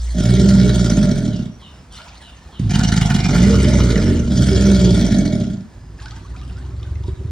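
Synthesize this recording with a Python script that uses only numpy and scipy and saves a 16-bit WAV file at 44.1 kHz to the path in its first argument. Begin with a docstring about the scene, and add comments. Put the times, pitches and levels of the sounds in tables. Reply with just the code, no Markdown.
"""A humming chest opens the scene, then alligators bellow in turn in a walled pool: slow glottal pulses,
in throbbing groups of two or three, ring the resonances of a long throat and sink in pitch as the air runs out.
The shaking backs throw up a sizzling spray, made of noise with brief coloured peaks and of damped bubble tones.
In the pauses water laps, a bird repeats a gliding whistle and a far animal rumbles; decaying noise forms the echo."""
import sys
import numpy as np
from scipy import signal
from scipy.fft import rfft, irfft, next_fast_len
from scipy.io import wavfile
from scipy.ndimage import uniform_filter1d, minimum_filter1d, map_coordinates

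SR = 44100
rng = np.random.default_rng(int(sys.argv[2]) if len(sys.argv) > 2 else 0)


def master(y):
    """Save y as 16-bit WAV."""
    cut = np.clip(np.atleast_2d(y).T, -1, 1)
    pcm = np.round(cut * 32767)  # scale
    wavfile.write(sys.argv[1], SR, pcm.astype(np.int16))


N = 322371

# Resonances of the nearest animal's throat: [f/Hz, width/Hz, relative level/dB]
NEAR_THROAT = [(96, 49, -1.5), (173.7, 50.7, 2), (236.6, 50.5, -3.5), (354, 87, -17), (725, 28, -9.5),
               (880, 55, -18)]
# Spectrum of splashing water: [f/Hz, relative level per Hz/dB]
WATER_SPECTRUM = [(300, -24), (800, 0.5), (1800, -3.5), (4200, -1), (6500, -7), (8800, -4), (10000, -23),
                  (16000, -20)]


def amp(db):
    """The level definition: 20 dB is a tenfold amplitude."""
    return 10 ** (np.asarray(db) / 20)


def unit(x):
    """Energy normalisation: x at rms 1."""
    return x / np.sqrt(np.mean(x ** 2) + 1e-20)


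def even(x, span=0.11):
    """Running energy normalisation: x at an rms near 1 over every span of seconds."""
    energy = np.abs(uniform_filter1d(x ** 2, int(span * SR)))
    return x / np.sqrt(energy + 1e-3 * np.mean(x ** 2))


def along(points, hz):
    """Interpolation of (f/Hz, value) points on a logarithmic frequency axis."""
    f, v = np.transpose(points)
    return np.interp(np.log(hz + 1), np.log(f + 1), v)


def clock():
    """Uniform sampling: the time of each sample in seconds."""
    return np.arange(N) / SR


def swell(u):
    """A half-sine envelope over u from 0 to 1."""
    return np.abs(np.sin(np.pi * np.clip(u, 0, 1)))


def wobble(rate):
    """Slow random modulation: a smooth curve through rate random knots a second."""
    knots = rng.standard_normal(int(N * rate / SR) + 4)
    return map_coordinates(knots, [np.arange(N) * rate / SR], order=2)


def filtered(x, response):
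    """Linear filtering: the spectrum of x times a complex response of frequency."""
    m = next_fast_len(N + SR // 4)
    return irfft(rfft(x, m) * response(np.fft.rfftfreq(m, 1 / SR)), m)[..., :N]


def coloured(x, spectrum):
    """Spectral shaping: x weighted by the given spectrum, at rms 1."""
    return unit(filtered(x, lambda hz: amp(along(spectrum, hz))))


def ring(x, modes):
    """Modal resonance: x drives parallel resonators of alternating sign."""
    out = np.zeros(N)
    for k, (hz, width, db) in enumerate(modes):
        b, a = signal.iirpeak(hz, hz / width, SR)
        out += (-1) ** k * amp(db) * signal.lfilter(b, a, x)
    return out


def passed(x, hz, kind, order=4):
    """Butterworth filtering: a causal low-pass or high-pass."""
    return signal.sosfilt(signal.butter(order, hz, kind, fs=SR, output="sos"), x)


def strikes(times, sizes):
    """Impulsive excitation: single-sample blows of the given sizes."""
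    return np.bincount(np.clip(times * SR, 0, N - 1).astype(int), sizes, N)


def linger(x, life):
    """Exponential decay: each impulse of x dies away with a time constant of life seconds."""
    return signal.lfilter([1], [1, -np.exp(-1 / (life * SR))], x)


def bubbles(times, sizes, hz, cycles):
    """Bubble resonance: damped tones that rise a little as each bubble nears the surface."""
    t = np.arange(int(4 * cycles / np.median(hz) * SR)) / SR
    age = t * hz[:, None] / cycles  # in decay times
    envelope = np.exp(-age) * (1 - np.exp(-6 * age))
    tones = sizes[:, None] * envelope * np.sin(2 * np.pi * cycles * age * (1 + .04 * age))
    at = (times[:, None] * SR).astype(int) + np.arange(len(t))
    return np.bincount(at.ravel(), tones.ravel(), N)[:N]


def patter(count, centre_hz, spread, cycles, scatter_db):
    """Random superposition: a rain of small bubbles, a few much louder than the rest."""
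    u = rng.random((count, 2))
    hz = np.clip(centre_hz * np.exp(spread * rng.standard_normal(count)), 300, 12000)
    sizes = amp(-scatter_db * np.log(u[:, 1] + 0.021))
    return unit(bubbles(u[:, 0] * N / SR, sizes, hz, cycles))


def bubbling(x, patch_db, width_hz=420, life=.022):
    """Time-frequency modulation: brief, narrow peaks of random strength colour each burst of wet spray."""
    z = signal.stft(x, nperseg=256)[2]
    knots_per_bin = SR / 256 / width_hz
    knots_per_frame = 128 / SR / life
    rows, columns = np.indices(z.shape) * np.array([knots_per_bin, knots_per_frame])[:, None, None]
    knots = rng.standard_normal((int(rows.max()) + 3, int(columns.max()) + 3))
    gain = unit(amp(patch_db * map_coordinates(knots, [rows, columns], order=1)))
    return signal.istft(z * gain, nperseg=256)[1][:N]


def walls(x):
    """Reverberation: the echo of pool rim and fence is a noise tail that decays at each band's own rate."""
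    # Decay time of the enclosure: [f/Hz, t60/s]
    decay_times = [(100, 0.29), (1000, 0.67), (4000, 0.29), (12000, 0.014)]
    hz, t, z = signal.stft(rng.standard_normal(SR // 2), SR, nperseg=256)
    decay = amp(-60 * t / along(decay_times, hz)[:, None])
    tail = signal.istft(z * decay, SR, nperseg=256)[1]
    delayed = np.pad(x, (400, 0))  # samples, about 9 ms
    return signal.fftconvolve(delayed, tail / np.linalg.norm(tail))[:N]


def alligators():
    """Source and filter: four bellows in turn; the second, from the nearest animal, throbs the hardest."""
    # One arch of lung pressure each: [start t/s, crest t/s, end t/s, sag time/s, crest pitch before the scoop f/Hz,
    # levels at full pressure of chest, voice, open throat, spray/dB, onset time/s]
    bellows = [(0.14, 0.45, 1.55, 1.135, 65.24, -17.5, -13.2, -27, -31.5, 0.041),
               (2.69, 2.8, 3.52, 1.15, 56.12, -20, -15.5, -32.5, -30, 0.018),
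               (3.28, 3.546, 4.42, 0.9, 66.37, -14.5, -13.5, -24.5, -31, 0.041),
               (4.29, 4.568, 5.67, 1.06, 65.66, -16.5, -12.5, -24.8, -30.3, 0.043)]
    # Throat resonances: [f/Hz, width/Hz, relative level/dB]
    long_throat = [(94.4, 31.7, 0), (142, 72, -3.5), (198.5, 18.5, 1.5), (300.5, 32, -13), (384.7, 26, -15),
                   (589, 22.2, -15.5), (706, 100, -27.5)]
    third_throat = [(93.3, 12.5, 4.5), (142, 63, -2.5), (208, 38.7, -1.5), (284, 37, -8), (341, 69, -12),
                    (446, 77, -17.5), (591.5, 33, -16)]
    # Upper resonances that the rushing air excites: [f/Hz, width/Hz, relative level/dB]
    long_rasp = [(916, 51, -6.5), (1405, 67, 5.5), (1860, 170, -5), (2234, 24, 2), (3330, 280, 1)]
    near_rasp = [(865, 90, -5.5), (1415, 115, 2), (1750, 170, -6), (2140, 250, -3.5), (2410, 39, -1.5),
                 (2930, 250, -4)]
    first = bellow(bellows[0], long_throat, long_rasp, per_throb=3.18, weak_db=-6, late=.0018,
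                   jitter=.00012, rough=.2, rasp_db=-4.5, dip_db=-5.5, steady=.7)
    near = bellow(bellows[1], NEAR_THROAT, near_rasp, per_throb=2.4, weak_db=-3, late=.002,
                  jitter=.0006, rough=.35, rasp_db=0, dip_db=-15, steady=.8)
    third = bellow(bellows[2], third_throat, near_rasp, per_throb=3.26, weak_db=-6, late=.0018,
                   jitter=.0003, rough=.34, rasp_db=-1, dip_db=-3.5, steady=1)
    fourth = bellow(bellows[3], long_throat, long_rasp, per_throb=3.08, weak_db=-5, late=.0018,
                    jitter=.00018, rough=.24, rasp_db=-4, dip_db=-5, steady=.7)
    return first + near + third + fourth


def bellow(row, throat, rasp, per_throb, weak_db, late, jitter, rough, rasp_db, dip_db, steady):
    """Amplitude modulation: each throb shapes the voice, the rasping air and the spray off the back."""
    voice_choke = .35  # the voice dips between throbs by this share of the airflow's dip
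    droplets_db = -6  # single droplets against the fine spray
    gate, pitch, chest_db, voice_db, open_db, water_db = breath(row)
    turns, throb, pulses = glottis(pitch, row[1], per_throb, weak_db, late, jitter, scatter_db=2.5)
    choke_db = dip_db * ((1 - throb) / 2) ** 2  # the airflow weakens between throbs
    pulsed = even(linger(linger(pulses, .012), 0.001))
    shake = amp(choke_db + 1.2 * wobble(110)) * (pulsed + steady)
    turbulence = bubbling(rng.standard_normal(N), patch_db=5.5)
    air = even(passed(rasping(shake * turbulence, rasp), 4000, "low"))
    droplets = patter(count=2400, centre_hz=4600, spread=.22, cycles=8, scatter_db=3)
    spray = even(shake * (sizzle() + amp(droplets_db) * droplets))
    growl = voice(turns, pulses, pitch, throat, chest_db, voice_db, open_db, rough)
    growl = unit(amp(voice_choke * choke_db)) * growl
    partials = singing(turns, row[0], row[2])
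    return gate * (growl + partials + amp(water_db) * (amp(rasp_db) * air + spray))


def breath(row):
    """Pressure-controlled phonation: pitch and levels follow the lung pressure as it arches and sags."""
    # Responses of chest, voice, open throat and spray:
    # [attack/onset times, loss at half pressure/dB, steepness of that loss/1]
    responses = [(2.3, 9, 1.7), (0.82, 8, 2), (0.6, 10.5, 3.8), (1.04, 15, 2.16)]
    rise_share = .75  # the pressure builds in this share of its sag time
    scoop_share, scoop_s = .17, 0.0793  # each bellow slides up to its pitch from this share below
    slowest_hz, pitch_waver = 26.1, 0.00902  # pulse rate floor before the waver; waver as a share of pitch
    release_s = .12  # the throat closes
    start, crest, end, sag, crest_hz, *crest_db, onset = row
    t = clock()
    pressure = np.exp(-((t - crest) / np.where(t < crest, rise_share * sag, sag)) ** 2)
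    gate = np.clip((end - t) / release_s, 0, 1) * (t > start)
    age = np.maximum(t - start, 1 / SR)
    levels = []
    for db, (attack, loss_db, steepness) in zip(crest_db, responses):
        onset_db = 20 * np.log10(1 - np.exp(-age / (attack * onset)))
        levels.append(db + onset_db - loss_db * (2 * (1 - pressure)) ** steepness)
    scoop = 1 - scoop_share * np.exp(-age / scoop_s)
    pitch = np.maximum(crest_hz * pressure * scoop, slowest_hz) * (1 + pitch_waver * wobble(14))
    return gate, pitch, *levels


def glottis(pitch, crest, per_throb, weak_db, late, jitter, scatter_db):
    """Subharmonic modulation: cycle count, throb from -1 to 1, and pulses weak and late in its troughs."""
    turns = np.cumsum(pitch) / SR
    turns = turns - turns[int(crest * SR)]  # the throb is highest at the crest
    throb = np.cos(2 * np.pi * turns / per_throb)
    at = np.flatnonzero(np.diff(np.round(turns)))
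    chance = rng.standard_normal((len(at), 2))
    drive = np.clip(2 * pitch[at] / pitch.max() - 1, 0, 1)  # the pulses even out at low pitch
    trough = drive * ((1 - throb[at]) / 2) ** 2
    times = at / SR + late * trough + jitter * chance[:, 0]
    return turns, throb, strikes(times, amp(weak_db * trough + scatter_db * chance[:, 1]))


def voice(turns, pulses, pitch, throat, chest_db, voice_db, open_db, rough,
          split_hz=275, wet_db=-8, tighten_hz=16):
    """Source-filter theory: the chest hums; pulses and their turbulence ring the throat and the pool rim."""
    flutter = rough * unit(passed(rng.standard_normal(N), 160, "low"))
    hum = np.sin(2 * np.pi * turns) + 0.41 * np.sin(4 * np.pi * turns) + .5 * flutter
    chest = np.sqrt(2) * passed(passed(hum, 52, "high"), 85, "low") * amp(1.2 * wobble(25))
    spent = np.clip((.92 - pitch / pitch.max()) / 0.17, 0, 1)  # 1 where the pitch is well below its peak
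    puffs = unit(linger(pulses, 0.027) * rng.standard_normal(N))
    flow = unit(pulses) + rough * puffs
    # at low pitch the resonances shift by tighten_hz and the lowest ones fade
    tight = passed(ring(flow, np.array(throat) + [tighten_hz, 0, 0]), 146, "high", order=2)
    tone = passed((1 - spent) * ring(flow, throat) + spent * tight, 73.3, "high")
    tone = tone + amp(wet_db) * walls(tone)
    low = passed(tone, split_hz, "low", order=6)
    high = passed(tone, split_hz, "high", order=6)
    open_throat = even(passed(high, 703, "low"))
    return amp(chest_db) * chest + amp(voice_db) * even(low) + amp(open_db) * open_throat


def singing(turns, start, end, drift=0.23):
    """Harmonic locking: single partials lock onto the throat and sing out, bending with the pitch."""
    # Clear partials: [start t/s, length t/s, multiple of the pitch/1, level/dB]
    partials = [(0.243, 0.13, 2, -23), (0.307, 0.51, 3, -11), (0.848, 0.36, 4, -16.5),
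                (0.916, 0.13, 6, -30), (3.31, 0.36, 3, -15), (3.776, 0.14, 5, -23.5),
                (3.947, 0.31, 2, -19.5), (4.341, 0.28, 2, -21.5), (4.433, 0.53, 3, -11),
                (4.929, 0.15, 4, -25)]
    out = np.zeros(N)
    for s, length, multiple, db in partials:
        if start < s + length / 2 < end - 0.1993:  # only partials centred within this bellow
            phase = 2 * np.pi * round(multiple) * turns + drift * wobble(12)
            out += amp(db) * swell((clock() - s) / length) ** 0.84 * np.sin(phase)
    return np.sqrt(2) * out * amp(0.5 * wobble(30))


def rasping(x, modes):
    """Resonance of turbulence: x through upper resonances whose strengths drift against each other."""
    waver_db, waver_hz = 3, 9  # size of the drift and its knots a second
    knots = np.arange(0, N, SR / waver_hz)
    out = np.zeros(N)
    for k, mode in enumerate(modes):
        drift = np.interp(np.arange(N), knots, rng.standard_normal(len(knots)))
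        out += (-1) ** k * amp(waver_db * drift) * ring(x, [mode])
    return out


def sizzle():
    """Granular noise: fine droplets dance on a shaking back in a dense, bubbling crackle at rms 1."""
    # Spectrum of the spray: [f/Hz, relative level per Hz/dB]
    spray_spectrum = [(1000, -16), (2000, -7.5), (2700, -15.5), (3300, -7), (4700, -4), (6300, -4.5),
                      (7500, -7), (9000, -6), (10200, -33.5), (16000, -17.5)]
    crackle = rng.standard_normal(N) * amp(2 * wobble(900))
    return coloured(bubbling(crackle, patch_db=5.8), spray_spectrum)


def flares():
    """Resonant turbulence: within the bellows, air briefly rings one narrow throat resonance."""
    # Hoarse flares: [start t/s, length t/s, f/Hz, level/dB]
    flare_events = [(0.309, .19, 386, -22), (0.563, 0.17, 386, -23.5), (1.204, 0.12, 290, -25.5),
                    (0.962, 0.24, 588, -32.5), (3.43, .16, 463, -23.5), (3.646, 0.15, 599, -26),
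                    (3.89, .13, 460, -27), (4.0, .22, 295, -24.5), (4.029, 0.17, 385, -28),
                    (4.48, .17, 395, -21.5), (4.655, 0.099, 386, -20), (4.782, 0.19, 378, -21.5),
                    (5.109, 0.27, 295, -24.5), (4.963, 0.535, 620, -33)]
    out = np.zeros(N)
    for s, length, hz, db in flare_events:
        mode = [(hz, 68, 0)]  # width in Hz of each of the two passes
        tone = even(ring(ring(rng.standard_normal(N), mode), mode))
        out += amp(db) * swell((clock() - s) / length) * tone
    return out


def hums(overtone_db=-23):
    """Forced vibration: the chest shudders with the throat closed and lifts a little spray."""
    # Chest hums: [start t/s, length t/s, f/Hz, chest level/dB, spray level/dB]
    hum_events = [(-0.08, 0.33, 58.9, -20.5, -41.5), (4.187, 0.2, 68.2, -19, -49),
                  (6.932, 0.13, 72.4, -26.5, -75)]
    t, spray, out = clock(), sizzle(), np.zeros(N)
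    for s, length, hz, chest_db, spray_db in hum_events:
        tone = unit(np.sin(2 * np.pi * hz * t) + amp(overtone_db) * np.sin(4 * np.pi * hz * t))
        out += swell((t - s) / length) ** .5 * (amp(chest_db) * tone + amp(spray_db) * spray)
    return out


def gulp(rough=0.41, alternate=0.67, air_db=-8, spray_db=-31):
    """Period doubling: a rough tone drops as the throat fills, every other cycle weak, and air churns."""
    start_s, length_s, level_db = 2.596, .13, -17
    from_hz, to_hz, fall_s = 215, 103.4, 0.019
    age = np.maximum(clock() - start_s, 0)
    turns = np.cumsum(to_hz + (from_hz - to_hz) * np.exp(-age / fall_s)) / SR
    uneven = 1 + alternate * np.cos(np.pi * turns) + rough * wobble(200)
    tone = unit(np.cos(2 * np.pi * turns) * uneven)
    air = even(passed(ring(rng.standard_normal(N), NEAR_THROAT), 450, "low"))
    spray = coloured(rng.standard_normal(N), WATER_SPECTRUM)
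    envelope = swell(age / length_s) ** .5
    return amp(level_db) * envelope * (tone + amp(air_db) * air + amp(spray_db) * spray)


def thumps(times, peak_db, modes):
    """Impulse response: single soft blows on resonances, scaled so the highest peak meets its level."""
    x = passed(ring(strikes(times, amp(peak_db)), modes), 566, "low")
    x = passed(x, 50, "high", order=2)
    return x * amp(peak_db.max()) / np.abs(x).max()


def pops(thump_db=-2, splash_db=-1.0):
    """Transient excitation: hard closures thump the throat and fling water; a bump and a thud ring hollow."""
    # Single hard pops: [t/s, relative thump level/dB, relative splash level/dB]
    pop_events = [(0.337, -6.5, -30.5), (0.488, -7.5, -21.5), (0.539, -8, -25), (.795, -8, -26.5),
                  (.844, -11, -24), (0.901, -11, -24.5), (1.134, -21.5, -36), (2.594, -6.5, -31.5),
                  (2.708, -17.5, -26.5), (2.755, -6, -27.5), (2.788, -3, -24.5), (2.835, -9.5, -23),
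                  (2.92, -6.5, -17.5), (2.964, -10.5, -19.5), (3.012, -7.5, -22.5), (3.147, -4.5, -21.5),
                  (3.362, -6, -21), (3.427, -2.5, -22.5), (3.684, -0.5, -24.5), (5.119, -2, -27.5),
                  (5.186, -1, -25.5), (5.4, -13, -35.5)]
    # A hollow bump in the pool, then a thud as the far animal's growl sets in again after its break: [t/s,
    # relative level/dB]
    bump_and_thud = [(7.082, -19.5), (7.213, -26)]
    # Resonances of bump and thud: [f/Hz, width/Hz, relative level/dB]
    hollow_modes = [(101.5, 12, 9), (379, 32, 0.5)]
    s, peak_db, water_db = np.transpose(pop_events)
    splash = linger(strikes(s, amp(water_db + splash_db)), .008) * sizzle()
    throat_thumps = amp(thump_db) * thumps(s, peak_db, NEAR_THROAT[:4])
    return throat_thumps + splash + thumps(*np.transpose(bump_and_thud), hollow_modes)


def far_alligator(attack=0.07):
    """Low-frequency propagation: only a low throb crosses the pool; it swells, rises and breaks off a moment."""
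    # Throat resonances of the far animal: [f/Hz, width/Hz, relative level/dB]
    far_throat = [(104.6, 9.8, -8), (182, 30, -29), (267, 38, -17.5), (367, 41, -12.5), (598, 25, -27)]
    start_s, start_hz, rise_hz_per_s = 5.7, 50.14, 16
    swell_db_per_s, throb_db = 8.5, 3
    break_s, break_length_s = 7.13, 0.07
    age = np.maximum(clock() - start_s, 0)
    pitch = start_hz + rise_hz_per_s * age
    turns, throb, pulses = glottis(pitch, crest=6.7, per_throb=3, weak_db=-30, late=0.0075,
                                   jitter=.00015, scatter_db=.7)
    # levels before the swell and throb
    growl = voice(turns, pulses, pitch, far_throat, chest_db=-38.5, voice_db=-41.5, open_db=-58,
                  rough=1.0, split_hz=187.0, tighten_hz=-4.0)
    gate = np.minimum(age / attack, 1) * (1 - swell((clock() - break_s) / break_length_s) ** 2)
    return gate * amp(swell_db_per_s * age + throb_db * throb) * growl


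def water(drop_db=-4, splat_db=-8, chirp_db=-2):
    """Bubble acoustics: wavelets lap at the rim in wash, gurgles and rising chirps; drops splat and ring."""
    # Wavelets that break on the rim: [t/s, wash level/dB, bubble level/dB], before rise and fade
    laps = [(1.58, -55, -61), (1.909, -41.5, -49.5), (2.198, -62, -65.5), (5.969, -45, -48.5),
            (6.339, -54, -54), (6.55, -61, -63), (6.8, -63, -66), (7.05, -55.5, -72)]
    # Larger drops: [t/s, relative level/dB, f/Hz]
    drops = [(1.9455, -35, 3450), (2.2228, -38, 1600), (6.0, -33, 4040), (6.025, -35, 4400),
             (6.0576, -25, 1430), (6.083, -33, 4900), (6.109, -30, 4060), (6.118, -32, 1200),
             (6.162, -34, 1510), (6.364, -35, 2310), (6.414, -34, 1140), (6.569, -38, 1340),
             (6.83, -31, 3420), (6.9541, -38, 1970), (7.0374, -36, 912), (7.078, -37, 926)]
    # Spectrum of a splat: [f/Hz, relative level per Hz/dB]
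    splat_spectrum = [(500, -18), (1300, -8), (2600, 0), (4200, 2.5), (5800, -3.5), (8000, -14),
                      (11000, -33)]
    rise_s, fade_db_per_s = 0.027, 29
    wash_level, bubble_level = np.zeros((2, N))
    for s, wash_db, bubble_db in laps:
        age = np.maximum(clock() - s, 0)
        lap = np.minimum(age / rise_s, 1) * amp(-fade_db_per_s * age)
        wash_level += amp(wash_db) * lap
        bubble_level += amp(bubble_db) * lap
    ripple = rng.standard_normal(N) * amp(2.5 * wobble(60) + 3 * wobble(700))
    wash = coloured(bubbling(ripple, patch_db=6), WATER_SPECTRUM)
    gurgle = patter(count=600, centre_hz=1700, spread=.55, cycles=11, scatter_db=4)
    chirps = patter(count=130, centre_hz=1250, spread=.3, cycles=20, scatter_db=2)
    s, peak_db, hz = np.transpose(drops)
    splat_noise = even(coloured(bubbling(rng.standard_normal(N), patch_db=5), splat_spectrum), .02)
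    splats = linger(strikes(s, amp(peak_db + splat_db)), 0.004) * splat_noise
    ringing = bubbles(s, amp(peak_db + drop_db), hz, cycles=15)
    return wash_level * wash + bubble_level * (gurgle + amp(chirp_db) * chirps) + splats + ringing


def birds(start_hz=3500, end_hz=2650, fall=0.051, length=0.1, blur=0.038, upper_ratio=1.27,
          upper_db=-5, count=5):
    """Frequency modulation: a husky falling whistle repeats in two voices; farther birds hold thin notes."""
    # Thin far notes: [start t/s, length t/s, f/Hz, level/dB]
    thin_notes = [(1.502, 0.057, 5700, -52), (1.64, 0.22, 5130, -60), (2.26, 0.25, 1770, -56),
                  (2.3, 0.33, 5200, -66), (5.565, 0.32, 1710, -59), (5.625, 0.37, 4980, -63.5)]
    whistle_s, every_s, whistle_db = 1.29, .306, -44.5
    t, out = clock(), np.zeros(N)
    age = (t - whistle_s) % every_s
    calling = (t > whistle_s) & (t < whistle_s + count * every_s)
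    hz = end_hz + (start_hz - end_hz) * np.exp(-age / fall)
    for ratio, db in [(1, 0), (upper_ratio, upper_db)]:
        husky = np.sin(2 * np.pi * np.cumsum(ratio * hz * (1 + blur * wobble(900))) / SR)
        out += amp(whistle_db + db) * calling * swell(age / length) ** .5 * husky
    waver = np.cumsum(1 + .016 * wobble(400)) / SR  # unsteady time, in seconds
    for s, span, hz, db in thin_notes:
        out += amp(db) * swell((t - s) / span) * np.sin(2 * np.pi * hz * waver)
    return out


def outdoors(db=-42):
    """Ambient noise: a distant rumble and hiss of nearly steady level."""
    # Spectrum of the open air: [f/Hz, relative level per Hz/dB]
    air_spectrum = [(25, -33.5), (55, -0.5), (110, -12.5), (200, -15), (400, -26.5), (1000, -29),
                    (3000, -40), (6000, -42), (8800, -41), (10500, -53), (16000, -52)]
    return amp(db + wobble(12)) * coloured(rng.standard_normal(N), air_spectrum)


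def scene():
    """Superposition and interaural coherence: all sources and echoes, with a diffuse part unlike left to right."""
    # Likeness of the two channels: [f/Hz, coherence/1]
    likeness = [(100, .999), (300, .993), (1000, .96), (2500, .91), (12000, .88)]
    pool = alligators() + flares() + hums() + gulp() + far_alligator() + pops() + water()
    song = birds()
    echo = amp(-13) * walls(passed(pool, 150, "high", order=2))
    far_song = amp(-3) * song + amp(-5) * walls(song)
    mid = pool + echo + far_song + outdoors()
    side = filtered(walls(mid), lambda hz: np.tan(np.arccos(np.clip(along(likeness, hz), 0, 1)) / 2))
    return np.array([mid + side, mid - side])


def record(dry):
    """Two-port reception: close ports differ in level and phase; a limiter and a band limit follow."""
    # Level difference of the ports: [f/Hz, left minus right level/dB]
    port_lean = [(60, -.5), (210, -2), (500, -3), (770, -5), (1170, -1.5), (1800, -2), (2700, 0),
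                 (15000, 0)]
    # Phase difference of the ports: [f/Hz, lead of left over right/rad]
    port_lead = [(60, 0), (600, -.1), (1800, .1), (2760, 1.4), (3450, .4), (4900, .4), (6800, 1.9),
                 (9700, 3.1), (15000, 3.8)]
    top_hz = 15900  # nothing is kept above
    half = np.array([[.5], [-.5]])  # each port takes half of the difference
    x = filtered(dry, lambda hz: amp(half * along(port_lean, hz)) * np.exp(1j * half * along(port_lead, hz)))
    ceiling, hold = .92, SR // 100  # peak amplitude before the band limit; samples in 10 ms
    needed = ceiling / np.maximum(np.abs(x).max(axis=0), ceiling)
    gain = uniform_filter1d(minimum_filter1d(needed, 2 * hold), hold)
    return filtered(x * gain, lambda hz: hz < top_hz)


dry = scene()
out = record(dry)
master(out)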